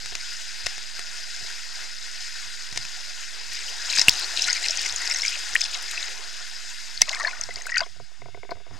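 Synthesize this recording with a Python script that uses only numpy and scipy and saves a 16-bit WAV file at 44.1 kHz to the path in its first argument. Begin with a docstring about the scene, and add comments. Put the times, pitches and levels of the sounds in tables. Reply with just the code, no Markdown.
"""Water rushes out of a corrugated metal culvert (a drain pipe) into a pond: countless tiny bubbles ring.
Drops tap the case of a small waterproof camera held at the pipe's mouth. It moves into the falling
water, where spray and bubbles burst right at the microphone and overload it. Then it dips through
the gurgling pond surface and turns away from the rush, while fingers knock on the case."""
import sys
import numpy as np
from scipy import signal
from scipy.fft import rfft, irfft, next_fast_len
from scipy.io import wavfile

SR = 44100
rng = np.random.default_rng(int(sys.argv[2]) if len(sys.argv) > 2 else 0)


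def digitize_waveform(pressure):
    """Quantize a signal to 16-bit integers and store it at the path in sys.argv[1].

    Rows of a 2-D input are taken as channels; values are limited to [-1, 1].
    """
    field = np.atleast_2d(pressure).T
    bounded = np.clip(field, -1, 1)
    quanta = np.round(bounded * 32767).astype(np.int16)
    wavfile.write(sys.argv[1], SR, quanta)


N = 387638

# Levels in all tables are relative. A "colour" says how strong each pitch is.
# water slops against the case: t/s, length/s, spray level/dB, burble level/dB, burble f/Hz
SLOPS = [(3.522, 0.12, -42, -37.5, 2350), (3.67, 0.029, -39, -45, 2600), (3.897, 0.043, -31, -32, 3030),
         (3.959, 0.066, -27.5, -28, 2240), (4.109, 0.13, -36.5, -40, 4400), (4.374, 0.037, -33, -29, 2900),
         (4.419, 0.035, -34.5, -31, 4130), (4.474, 0.045, -31.5, -25, 2100), (4.544, 0.042, -34, -28, 2280),
         (4.635, 0.028, -31, -25.5, 2310), (4.684, 0.026, -42, -36, 2160), (4.733, 0.11, -45, -30, 2780),
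         (4.862, 0.0064, -34.5, -27, 2360), (5.012, 0.0073, -47, -26, 1820),
         (5.058, 0.017, -52, -29.5, 1970), (5.105, 0.022, -32.5, -30, 2020),
         (5.147, 0.051, -39.5, -32, 1890), (5.236, 0.075, -36, -36, 2390), (5.321, 0.036, -42, -26.5, 2910),
         (5.616, 0.045, -31.5, -44, 3860), (5.738, 0.02, -35.5, -29, 3000),
         (5.887, 0.24, -43.5, -35.5, 1970)]
# the notes the case rings with: f/Hz, level/dB, time to fade by 60 dB/s
CASE_NOTES = [(401, 5, 0.063), (497, 3, 0.038), (703, 11, 0.043), (767, 3.5, 0.024), (954, 6, 0.02),
              (1520, -3.5, 0.044)]
# fine spray: f/Hz, level/dB
SPRAY_COLOUR = [(3000, 6), (4200, 5), (5400, 4.5), (6800, 1), (8500, -18.5), (11000, -35), (14000, -39)]
# small pinging bubbles: f/Hz, level/dB
PING_COLOUR = [(3900, 5.5), (5200, -3), (6400, -2), (7400, -1), (9000, -24)]


def culvert():
    """Countless far bubbles merge into a rush with a fine fizz, over the low churn of the stream."""
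    # water in the pipe: t/s, rush level/dB, churn level/dB
    flow = [(0.0, -33.5, -54), (1.56, -33, -53), (2.19, -33.5, -55.5), (3.43, -34, -52), (4.02, -28.5, -43),
            (5.21, -29.5, -45.5), (6.16, -33, -48.5), (6.77, -35, -56.5), (7.04, -34.5, -54),
            (7.21, -36.5, -42.5), (7.46, -37, -52), (7.7, -43, -54), (7.92, -46.5, -64.5),
            (8.2, -53.5, -64.5), (8.6, -83, -73), (8.75, -46.5, -52)]
    # the bright rush: f/Hz, level/dB
    rush_colour = [(1100, -25.5), (1500, 7), (1900, -0.5), (2300, -0.5), (2650, 13.5), (3150, -11),
                   (3900, 10.5), (5000, 0), (6800, 0), (8500, -10.5), (11000, -17.5), (14500, -86)]
    # the low churn: f/Hz, level/dB
    churn_colour = [(150, -17), (280, -9), (420, -2), (550, -3), (750, 3), (1100, 9.5), (1500, 13.5),
                    (2200, -45.5)]
    rush_db, churn_db = in_time(flow)
    rush = restless_noise(rush_colour, surge_db=1.02, flicker_db=1.43, flicker_hz=23)
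    fizz = bubble_cloud(SPRAY_COLOUR, per_s=1500, cycles=11.8, size_db=5, clump_db=1.5, pitches=16)
    churn = restless_noise(churn_colour, surge_db=-1.5, flicker_db=3, flicker_hz=15)
    return from_db(rush_db - 5) * rush + from_db(rush_db - 11.5) * fizz + from_db(churn_db + 3) * churn


def falling_water():
    """Each slop of water breaks into sizzle, crackle, a few pings and a burble of larger bubbles."""
    # bursting spray: f/Hz, level/dB
    crackle_colour = [(2500, 13), (5000, 0), (7000, -17), (9000, -11), (12500, -12.5)]
    rise_s = 0.021
    spray_gain, burble_gain = swells([row[:-1] for row in SLOPS], rise_s, fade_s=0.0024)
    sizzle = bubble_cloud(SPRAY_COLOUR, per_s=950, cycles=25, size_db=5, clump_db=5, pitches=36)
    crackle = bubble_cloud(crackle_colour, per_s=600, cycles=10, size_db=4.5, clump_db=4, pitches=16)
    pings = bubble_cloud(PING_COLOUR, per_s=300, cycles=20, size_db=3, clump_db=2, pitches=24)
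    spray = from_db(-1.5) * sizzle + from_db(-5.5) * crackle + pings
    return spray_gain * spray + from_db(-7) * burble_gain * slop_burble(rise_s)


def slop_burble(rise_s, per_s=380, cycles=23, pitch_spread=0.157):
    """Larger bubbles ring at random pitches close to that of the latest slop."""
    slop_times, *_, slop_hz = np.transpose(SLOPS)
    births = np.flatnonzero(rng.random(N) < per_s / SR)
    scatter, size_db, phases = rng.standard_normal((N, 3))[births].T
    latest = np.maximum(np.searchsorted(slop_times - rise_s, births / SR) - 1, 0)
    bubble_hz = slop_hz[latest] * np.exp(pitch_spread * scatter)
    out, t = np.zeros(N + SR), np.arange(SR // 60) / SR
    for i, hz, gain, phase in zip(births, bubble_hz, from_db(size_db), phases):
        age = np.log(1000) * hz * t / cycles
        tone = np.cos(2 * np.pi * (hz * t + phase))
        out[i:i + len(t)] += gain * np.sqrt(hz) * age * np.exp(-age) * tone
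    return rms_one(out[:N])


def near_bubbles(pitch_rise=0.0077, fizz_gain=0.26, fizz_fade_s=0.00078):
    """A bubble rings for a moment, rising in pitch as it surfaces; its torn skin fizzes."""
    # single close bubbles: t/s, level/dB, f/Hz, fade time/s
    bubbles = [(3.9, -16.5, 4140, 0.00078), (3.9588, -22, 5100, .0008), (3.963, -21, 3720, .0008),
               (3.973, -18, 1780, 0.00077), (3.979, -16, 4960, .0008), (3.984, -10.5, 4920, 0.0016),
               (3.9949, -3.5, 5000, 0.00045), (4.015, -5, 5260, 0.00093), (4.0832, 7, 2708, 0.0008),
               (4.088, -6.5, 3100, 0.00052), (4.0936, 4, 5100, 0.00022), (4.243, -20, 4300, 0.0013),
               (4.374, -9, 3700, 0.00031), (4.392, -21.5, 2710, .0018), (4.398, -23, 4960, .0007),
               (4.4208, -10.5, 5500, 0.00067), (4.443, -18, 4130, .0008), (4.451, -19, 4030, 0.00076),
               (4.48, -22, 1450, 0.0062), (4.48, -19, 5350, .0005), (4.487, -14, 2410, 0.00043),
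               (4.4957, -18, 4800, .0005), (4.5, -14, 5100, 0.00087), (4.507, -11.5, 5050, 0.00061),
               (4.529, -14.5, 6530, 0.0014), (4.5302, -15, 4690, .0007), (4.639, -19, 4820, .0007),
               (4.6432, -18, 4150, .0012), (4.653, -20, 5700, .0007), (4.67, -20, 5650, .0007),
               (4.6848, -8.5, 5200, 0.00025), (4.696, -35.5, 650, 0.0043), (4.697, -19, 4960, .0006),
               (4.7074, -13.5, 5480, 0.0013), (4.7727, -15.5, 6200, 0.00066), (4.792, -16.5, 4540, 0.00081),
               (4.859, -23, 2110, 0.0018), (4.8624, -19.5, 5700, 0.0012), (4.8956, -19, 4060, 0.00054),
               (4.9607, -17.5, 6720, 0.0013), (5.0183, -20.5, 7140, 0.00052), (5.0185, -27, 1920, 0.0016),
               (5.0563, -23, 5730, 0.00056), (5.065, -20, 5370, .0007), (5.0753, -14.5, 5080, 0.00041),
               (5.099, -23, 7100, 0.00081), (5.1, -22.5, 2110, 0.0021), (5.112, -15.5, 5330, .001),
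               (5.119, -17, 5500, 0.0012), (5.145, -20, 6350, 0.0017), (5.159, -18, 5620, 0.0021),
               (5.161, -25, 2030, .0015), (5.188, -19, 5330, .0007), (5.199, -21, 4120, 0.00085),
               (5.219, -14.5, 5430, 0.0014), (5.233, -19.5, 2180, 0.0016), (5.25, -16.5, 2280, 0.0015),
               (5.2505, -20, 6770, 0.0011), (5.2613, -15.5, 5840, 0.00064), (5.2806, -12.5, 5130, 0.00098),
               (5.5544, -6.5, 1866, 0.0014), (5.563, -8, 2700, 0.00037), (5.608, -15, 6340, .0006),
               (5.616, -8.5, 5140, 0.00052), (5.64, -16, 5100, .0007), (5.9758, -20.5, 2600, 0.0019),
               (6.028, -18, 3900, 0.00074), (6.9755, -20, 4430, 0.00079), (7.0175, 6.5, 5710, 0.00058),
               (7.026, -28, 2170, .004), (7.086, -27, 1960, .002), (7.093, -8, 5000, 0.00011),
               (7.0937, -21, 2900, 0.00066), (7.13, -25, 2110, 0.0023), (7.143, -30, 1590, 0.0025),
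               (7.148, -13.5, 4430, 0.00016), (7.164, -28, 2150, .002), (7.168, -29, 1810, 0.0026),
               (7.206, -29, 1154, 0.0055), (7.2478, -15, 1730, 0.0026), (7.26, -30, 688, .004),
               (7.271, -19.5, 4340, 0.0021), (7.275, -21.5, 1670, .002), (7.279, -30, 1030, 0.0037),
               (7.312, -26.5, 2370, .0012), (7.33, -30, 1470, .004), (7.4118, -16, 6240, 0.00078),
               (7.437, -17, 5470, 0.0008), (7.507, -28.5, 2020, 0.0034), (7.5395, -29, 7400, 0.00058),
               (7.5585, -21.5, 4750, 0.00059), (7.611, -33, 1930, .002), (7.62, -26.5, 6420, 0.0012),
               (7.6682, -24, 1520, 0.0018), (7.719, -21, 1930, 0.0044), (7.7418, -19, 1890, 0.0026),
               (7.757, -27, 2000, .0015), (7.759, -20, 4400, 0.00062), (7.767, -16, 1490, 0.0022),
               (7.7692, -17, 2450, 0.00096), (7.7804, -12, 4770, 0.0015), (7.793, -18, 4960, 0.00053),
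               (7.805, -18.5, 1520, 0.0018), (7.805, -15.5, 4700, 0.0013), (7.807, -26, 2110, .002),
               (7.811, -31, 994, .004), (7.834, -33, 1080, 0.0023), (7.8333, -28, 3300, 0.0016)]
    out, t = np.zeros(N), np.arange(SR // 30) / SR
    for start_s, level_db, hz, fade_s in bubbles:
        age, fizz_age, i = t / fade_s, t / fizz_fade_s, int(start_s * SR)
        glide = 1 + pitch_rise * (age / 2 - 1.5)
        ping = age * np.exp(1 - age) * np.sin(2 * np.pi * hz * t * glide)
        around_hz = hz / 1.426, hz * 1.426
        hiss = band(band(rng.standard_normal(len(t)), *around_hz), *around_hz)
        fizz = fizz_age * np.exp(1 - fizz_age) * rms_one(hiss)
        out[i:i + len(t)] += from_db(level_db) * (ping + fizz_gain * fizz)
    return out


def pond():
    """Each gulp traps air: small bubbles spit, larger ones burble, the largest glug."""
    # the case dips in: t/s, length/s, spray level/dB, burble level/dB, glug level/dB
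    gulps = [(7.085, 0.076, -36.5, -34, -36), (7.195, 0.049, -38.5, -31.5, -33),
             (7.25, 0.034, -46, -29, -34), (7.31, 0.11, -58, -43, -42.5), (7.56, 0.038, -42.5, -41, -47),
             (7.67, 0.026, -42, -33.5, -47), (7.712, 0.098, -38.5, -31.5, -51),
             (7.768, 0.013, -31.5, -28, -41), (7.806, 0.0054, -55, -37, -24)]
    # middle-sized bubbles: f/Hz, level/dB
    burble_colour = [(1350, -5), (1750, 0), (2100, -1.5), (2450, -6), (2900, -7)]
    # the largest bubbles: f/Hz, level/dB
    glug_colour = [(620, 3.5), (800, -11.5), (1100, 7), (1400, -1.5)]
    spray, burble, glug = swells(gulps, rise_s=0.019, fade_s=0.016)
    small = bubble_cloud(PING_COLOUR, per_s=220, cycles=11, size_db=0.5, clump_db=-1.5, pitches=24)
    middle = bubble_cloud(burble_colour, per_s=230, cycles=21, size_db=2, clump_db=1.5, pitches=20)
    large = bubble_cloud(glug_colour, per_s=150, cycles=14.6, size_db=1.5, clump_db=2, pitches=18)
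    return from_db(-2) * spray * small + from_db(-4) * burble * middle + from_db(-2) * glug * large


def drops():
    """A drop flattens on the case and splats, with a dull low thump and a hollow ring; the hardest one
    overloads the microphone into a heavy thump."""
    # drops landing: t/s, splat level/dB, thud level/dB
    landings = [(0.059, -17, -61), (0.1519, -12, -60), (0.6613, -14.5, -46), (0.6657, -8.5, -59),
                (0.7798, -20.5, -61), (0.993, -15, -49), (1.427, -37, -43), (2.726, -20, -42),
                (2.76, -19, -56), (2.7739, -8.5, -57), (2.851, -20, -49), (3.985, -8, -36),
                (3.9926, -9.5, -47), (4.0095, -19, -44), (4.0164, -9.5, -47), (4.083, -5, -15),
                (7.0097, -15.5, -46), (7.018, 0, -42)]
    # the low thump: f/Hz, level/dB, time to fade by 60 dB/s
    thump_notes = [(76.6, 1.5, 0.026), (124, 6.5, 0.019), (224, 10, 0.004)]
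    times, splat_db, thud_db = np.transpose(landings)
    push = bursts(times, splat_db, fade_s=0.0021)
    push = signal.lfilter(*signal.butter(1, 400, fs=SR), push)  # soften each start
    splat = from_db(-6) * push * rms_one(band(noise(1120, 7100), 510, 8200))
    pat = from_db(-20) * push * noise(330, 2300)
    thump = strike(times, thud_db - 0.5, thump_notes)
    return mic_port(splat + pat) + thump + strike(times, splat_db - 54, CASE_NOTES)


def spits():
    """Under the falling water, droplets keep bursting close by in short, separate spits."""
    # how loud they are: t/s, level/dB
    spitting = [(3.3, -80), (3.9, -41), (4.28, -49), (4.45, -38), (4.95, -40.5), (5.15, -38), (5.45, -43),
                (6.05, -44), (6.3, -80)]
    # their pitches: f/Hz, level/dB
    spit_colour = [(3600, -2), (5500, 1), (6800, 0.5), (8500, -8.5)]
    droplets = bubble_cloud(spit_colour, per_s=90, cycles=11, size_db=2.5, clump_db=3, pitches=12)
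    return from_db(in_time(spitting)[0]) * droplets


def specks():
    """Specks of spray hit the microphone opening with tiny bright ticks."""
    # the hits: t/s, level/dB
    hits = [(3.533, -26.5), (4.0823, -7.5), (4.1941, -21), (4.4196, -22), (4.4685, -27), (4.8144, -23),
            (5.2617, -32), (5.55, -15.5), (5.8244, -23.5), (5.9113, -21), (7.017, -17), (7.6657, -23.5)]
    times, levels_db = np.transpose(hits)
    return bursts(times, levels_db - 6.5, fade_s=0.0045) * noise(4500, 9500)


def fingers(slip_count=7, creep_s=(8.43, 8.75), soft_hz=2450):
    """Soft fingers knock and creep on the case with dull, hollow taps; a fingernail scrapes it once with a
    rasp."""
    # finger knocks: t/s, knock level/dB, tick level/dB
    knocks = [(0.121, -57.5, -53), (1.41, -68, -61), (1.445, -67, -63), (7.488, -51.5, -49),
              (7.568, -62, -62), (7.655, -62, -45), (7.862, -60, -55), (7.962, -71, -72),
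              (7.999, -56.5, -66), (8.115, -74, -71), (8.218, -56.5, -53.5), (8.258, -57.5, -60),
              (8.284, -60, -72), (8.346, -56, -48), (8.373, -59, -64), (8.431, -55, -50),
              (8.449, -60.5, -66), (8.492, -55.5, -56), (8.512, -49, -47), (8.518, -45, -60),
              (8.554, -63, -64), (8.568, -63, -70), (8.582, -72, -65), (8.601, -67, -67), (8.665, -63, -68),
              (8.677, -68, -66), (8.709, -61, -64)]
    # the higher notes of the case: f/Hz, level/dB, time to fade by 60 dB/s
    tick_notes = [(2020, 2.4, 0.0092), (2156, 2.8, 0.012)]
    slips = [(rng.uniform(*creep_s), db, db - 6.5) for db in rng.normal(-71, 3.5, slip_count)]
    times, knock_db, tick_db = np.transpose(list(knocks) + slips)
    taps = strike(times, knock_db + 10, CASE_NOTES) + strike(times, tick_db + 19, tick_notes)
    scuff = bursts(times, knock_db + 10.5, fade_s=0.0033) * noise(270, 2900)
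    rasp = bursts(times=np.array([8.508]), levels_db=-35.5, fade_s=0.0083) * noise(3950, 5040)
    return band(cut_treble(taps + scuff, soft_hz), 250, 6000) + rasp


def hand_rumble(steady_db=-73.5, tremble_db=2):
    """The hand trembles faintly, and the case rumbles more at each shift of the grip."""
    # shifts of the grip: t/s, length/s, level/dB
    grips = [(0.023, 0.08, -61), (0.136, 0.086, -57), (0.66, 0.04, -49), (1.417, 0.05, -66),
             (2.48, 0.063, -60), (2.787, 0.12, -57), (3.515, 0.054, -59), (4.103, 0.071, -54),
             (4.41, 0.18, -67), (4.925, 0.045, -56), (5.528, 0.046, -60), (7.022, 0.029, -40.5),
             (7.408, 0.045, -57), (7.534, 0.09, -51.5), (7.805, 0.064, -53), (7.99, 0.11, -58),
             (8.246, 0.1, -53), (8.376, 0.083, -61), (8.547, 0.095, -54), (8.738, 0.054, -45.5)]
    # the rumble: f/Hz, level/dB
    rumble_colour = [(25, 10), (50, -10.5), (80, -1.5), (125, -1), (160, -9.5), (220, -19.5), (320, -11)]
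    t = np.arange(0, N, 20) / SR
    shifts = sum(from_db(db) / (1 + (2 * (t - at_s) / length_s) ** 4) for at_s, length_s, db in grips)
    tremble = from_db(steady_db + tremble_db * drift(7.4))
    gain = in_time(np.column_stack([t, shifts]))[0] + tremble
    shared = restless_noise(rumble_colour, surge_db=-0.5, flicker_db=4, flicker_hz=10)
    opposed = restless_noise(rumble_colour, surge_db=-0.5, flicker_db=4, flicker_hz=10)
    left_right = shared * from_db([[-1.5], [1.5]]) + 0.95 * opposed * [[1], [-1]]
    return from_db(0.5) * gain * left_right


def far_rush():
    """With the camera turned away from the pipe, the rush is a far-off, hollow hiss."""
    # how loud it is: t/s, level/dB
    loudness = [(7.5, -80), (7.95, -60.5), (8.35, -54.5), (8.75, -56.5)]
    # the bands it rings in: f/Hz, width/Hz, level/dB
    hollow_bands = [(1570, 260, -5.5), (2170, 180, -3.5), (2720, 690, -1.5), (3590, 520, -1),
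                    (4960, 850, -0.5), (6000, 4200, -3.5), (6700, 450, -9)]
    hiss = 0
    for hz, width_hz, level_db in hollow_bands:
        peak = signal.iirpeak(hz, hz / width_hz, fs=SR)
        ringing = signal.lfilter(*peak, signal.lfilter(*peak, rng.standard_normal(N)))
        hiss = hiss + from_db(level_db) * rms_one(ringing)
    return from_db(in_time(loudness)[0]) * rms_one(hiss)


def mic_port(x, depth=1):
    """The small hollow in front of the microphone makes some pitches louder and others softer."""
    # the bands it changes: f/Hz, width/Hz, level change at full depth/dB
    port_bands = [(370, 37, 3.5), (698, 59, 5), (1198, 690, -9.5), (1450, 26, 4.5), (1877, 170, 6),
                  (2110, 81, 5.5), (2480, 44, 1.5), (2600, 130, 3.5), (3146, 324, -3), (3590, 200, -1),
                  (4350, 180, -9.5), (4825, 170, 2), (5100, 205, 7.5), (6730, 990, 2.5), (7300, 340, -5.5),
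                  (8430, 280, 4.5)]
    for hz, width_hz, change_db in port_bands:
        ringing = signal.lfilter(*signal.iirpeak(hz, hz / width_hz, fs=SR), x + 1e-18)
        x = x + (from_db(depth * change_db) - 1) * ringing
    return x


def bubble_cloud(colour, per_s, cycles, size_db, clump_db, pitches):
    """Bubbles of random size and pitch are born in clumps; each rings for about `cycles` vibrations."""
    births = np.flatnonzero(rng.random(N) < per_s * from_db(clump_db * drift(35)) / SR)
    sizes = from_db(size_db * np.minimum(rng.exponential(1, N)[births], 3))
    sizes *= rng.choice([-1, 1], N)[births]
    pitch_index = rng.integers(0, pitches, N)[births]
    out = np.zeros(N + SR)
    for k, hz in enumerate(np.geomspace(colour[0][0], colour[-1][0], pitches)):
        t = np.arange(int(1.5 * cycles / hz * SR)) / SR
        shape = t * np.exp(-np.log(1000) * hz * t / cycles)
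        # hz squared makes up for the shorter life of small bubbles
        ping = from_db(at_hz(colour, hz)) * hz ** 2 * shape * np.cos(2 * np.pi * hz * t)
        for i, size in zip(births[pitch_index == k], sizes[pitch_index == k]):
            out[i:i + len(t)] += size * ping
    return rms_one(out[:N])


def restless_noise(colour, surge_db, flicker_db, flicker_hz):
    """Narrow bands of noise surge together, and each also flickers on its own."""
    lowest, highest = colour[0][0], colour[-1][0]
    edges = np.geomspace(lowest, highest, 2 + int(3 * np.log2(highest / lowest)))
    white = rng.standard_normal((2, N))
    surge, out = surge_db * drift(6.5), 0
    for k, (low, high) in enumerate(zip(edges, edges[1:])):
        level_db = at_hz(colour, np.sqrt(low * high)) + surge + flicker_db * drift(flicker_hz)
        out = out + from_db(level_db) * band(white[k % 2], low, high)
    return rms_one(cut_treble(out, highest))


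def strike(times, levels_db, notes):
    """Each blow sets all the notes ringing, each with a slightly random strength."""
    out = np.zeros(N)
    for k, (hz, note_db, ring_s) in enumerate(notes):
        blows = clicks(times, levels_db + note_db + rng.normal(0, 2, len(times)))
        fade, turn = np.exp(-np.log(1000) / (ring_s * SR)), 2 * np.pi * hz / SR  # per sample
        ringing = signal.lfilter([0, np.sin(turn)], [1, -2 * fade * np.cos(turn), fade ** 2], blows)
        out += (-1) ** k * ringing
    return out


def swells(rows, rise_s, fade_s):
    """Each row rises, holds and dies away; gives one loudness curve per level column."""
    t, power = np.arange(0, N, 20) / SR, 0
    for start_s, length_s, *levels_db in rows:
        rise = np.clip(1 + (t - start_s) / rise_s, 0, 1)
        fade = np.exp(-np.maximum(t - start_s - length_s, 0) / fade_s)
        power = power + np.outer(from_db(levels_db), rise * fade) ** 2
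    return in_time(np.column_stack([t, *np.sqrt(power)]))


def bursts(times, levels_db, fade_s):
    """A loudness curve that jumps at each time and dies away."""
    return signal.lfilter([1], [1, -np.exp(-1 / (fade_s * SR))], clicks(times, levels_db))


def clicks(times, levels_db):
    """A one-sample click at each time."""
    out = np.zeros(N)
    out[(times * SR).astype(int)] = from_db(levels_db)
    return out + 1e-18


def drift(rate_hz, step=40):
    """A smooth random wobble, about 1 in size."""
    memory = np.exp(-2 * np.pi * rate_hz * step / SR)
    white = rng.standard_normal(N // step + 2002)
    slow = rms_one(signal.lfilter([1], [1, -2 * memory, memory ** 2], white)[2000:])
    return np.interp(np.arange(N) / step, np.arange(len(slow)), slow)


def noise(low_hz, high_hz):
    """Hiss between two pitches, at power 1."""
    return rms_one(band(rng.standard_normal(N), low_hz, high_hz))


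def band(x, low_hz, high_hz):
    """Gently keep what lies between two pitches."""
    return signal.sosfilt(signal.butter(2, [low_hz, high_hz], "band", fs=SR, output="sos"), x + 1e-18)


def cut_treble(x, hz):
    """Steeply remove what lies above a pitch."""
    return signal.sosfilt(signal.butter(8, hz, fs=SR, output="sos"), x)


def in_time(rows):
    """Join a table's points in time: one curve per level column."""
    times, *columns = np.transpose(rows)
    return [np.interp(np.arange(N) / SR, times, column) for column in columns]


def at_hz(colour, hz):
    """Look up a colour's level at a pitch."""
    points_hz, levels_db = np.transpose(colour)
    return np.interp(np.log(hz), np.log(points_hz), levels_db)


def from_db(db):
    """Turn decibels into a multiplier."""
    return 10 ** (np.asarray(db) / 20)


def rms_one(x):
    """Scale to an average power of 1."""
    return x / np.sqrt(np.mean(x ** 2) + 1e-20)


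def scene():
    """Water and taps are mostly louder on the left; the hand's rumble comes through the case."""
    # how much more the left side hears: f/Hz, left minus right level/dB
    left_lead = [(60, -11), (130, 0.5), (230, 10), (380, 6.5), (700, 9), (1300, 6.5), (4400, 6), (8100, 4),
                 (15000, -1.5)]
    rush = mic_port(culvert())
    splashes = mic_port(falling_water() + spits() + pond(), depth=0.83)  # a wet port colours less
    heard = rush + splashes + far_rush() + near_bubbles() + specks() + drops() + fingers()
    size = next_fast_len(N)
    hz = np.maximum(np.fft.rfftfreq(size, 1 / SR), 1)
    left_ratio = from_db(at_hz(left_lead, hz))
    right = rfft(heard, size) * 2 / (1 + left_ratio)
    return irfft(np.array([left_ratio * right, right]), size)[:, :N] + hand_rumble()


def record(dry, right_offset=0.021, limit=0.92, top_hz=15900):
    """The camera's right side sits a little off zero; loud peaks clip and the highest treble is cut."""
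    clipped = np.clip(dry + [[0], [right_offset]], -limit, limit)
    return signal.sosfilt(signal.ellip(10, .1, 80, top_hz, fs=SR, output="sos"), clipped)


dry = scene()
out = record(dry)
digitize_waveform(out)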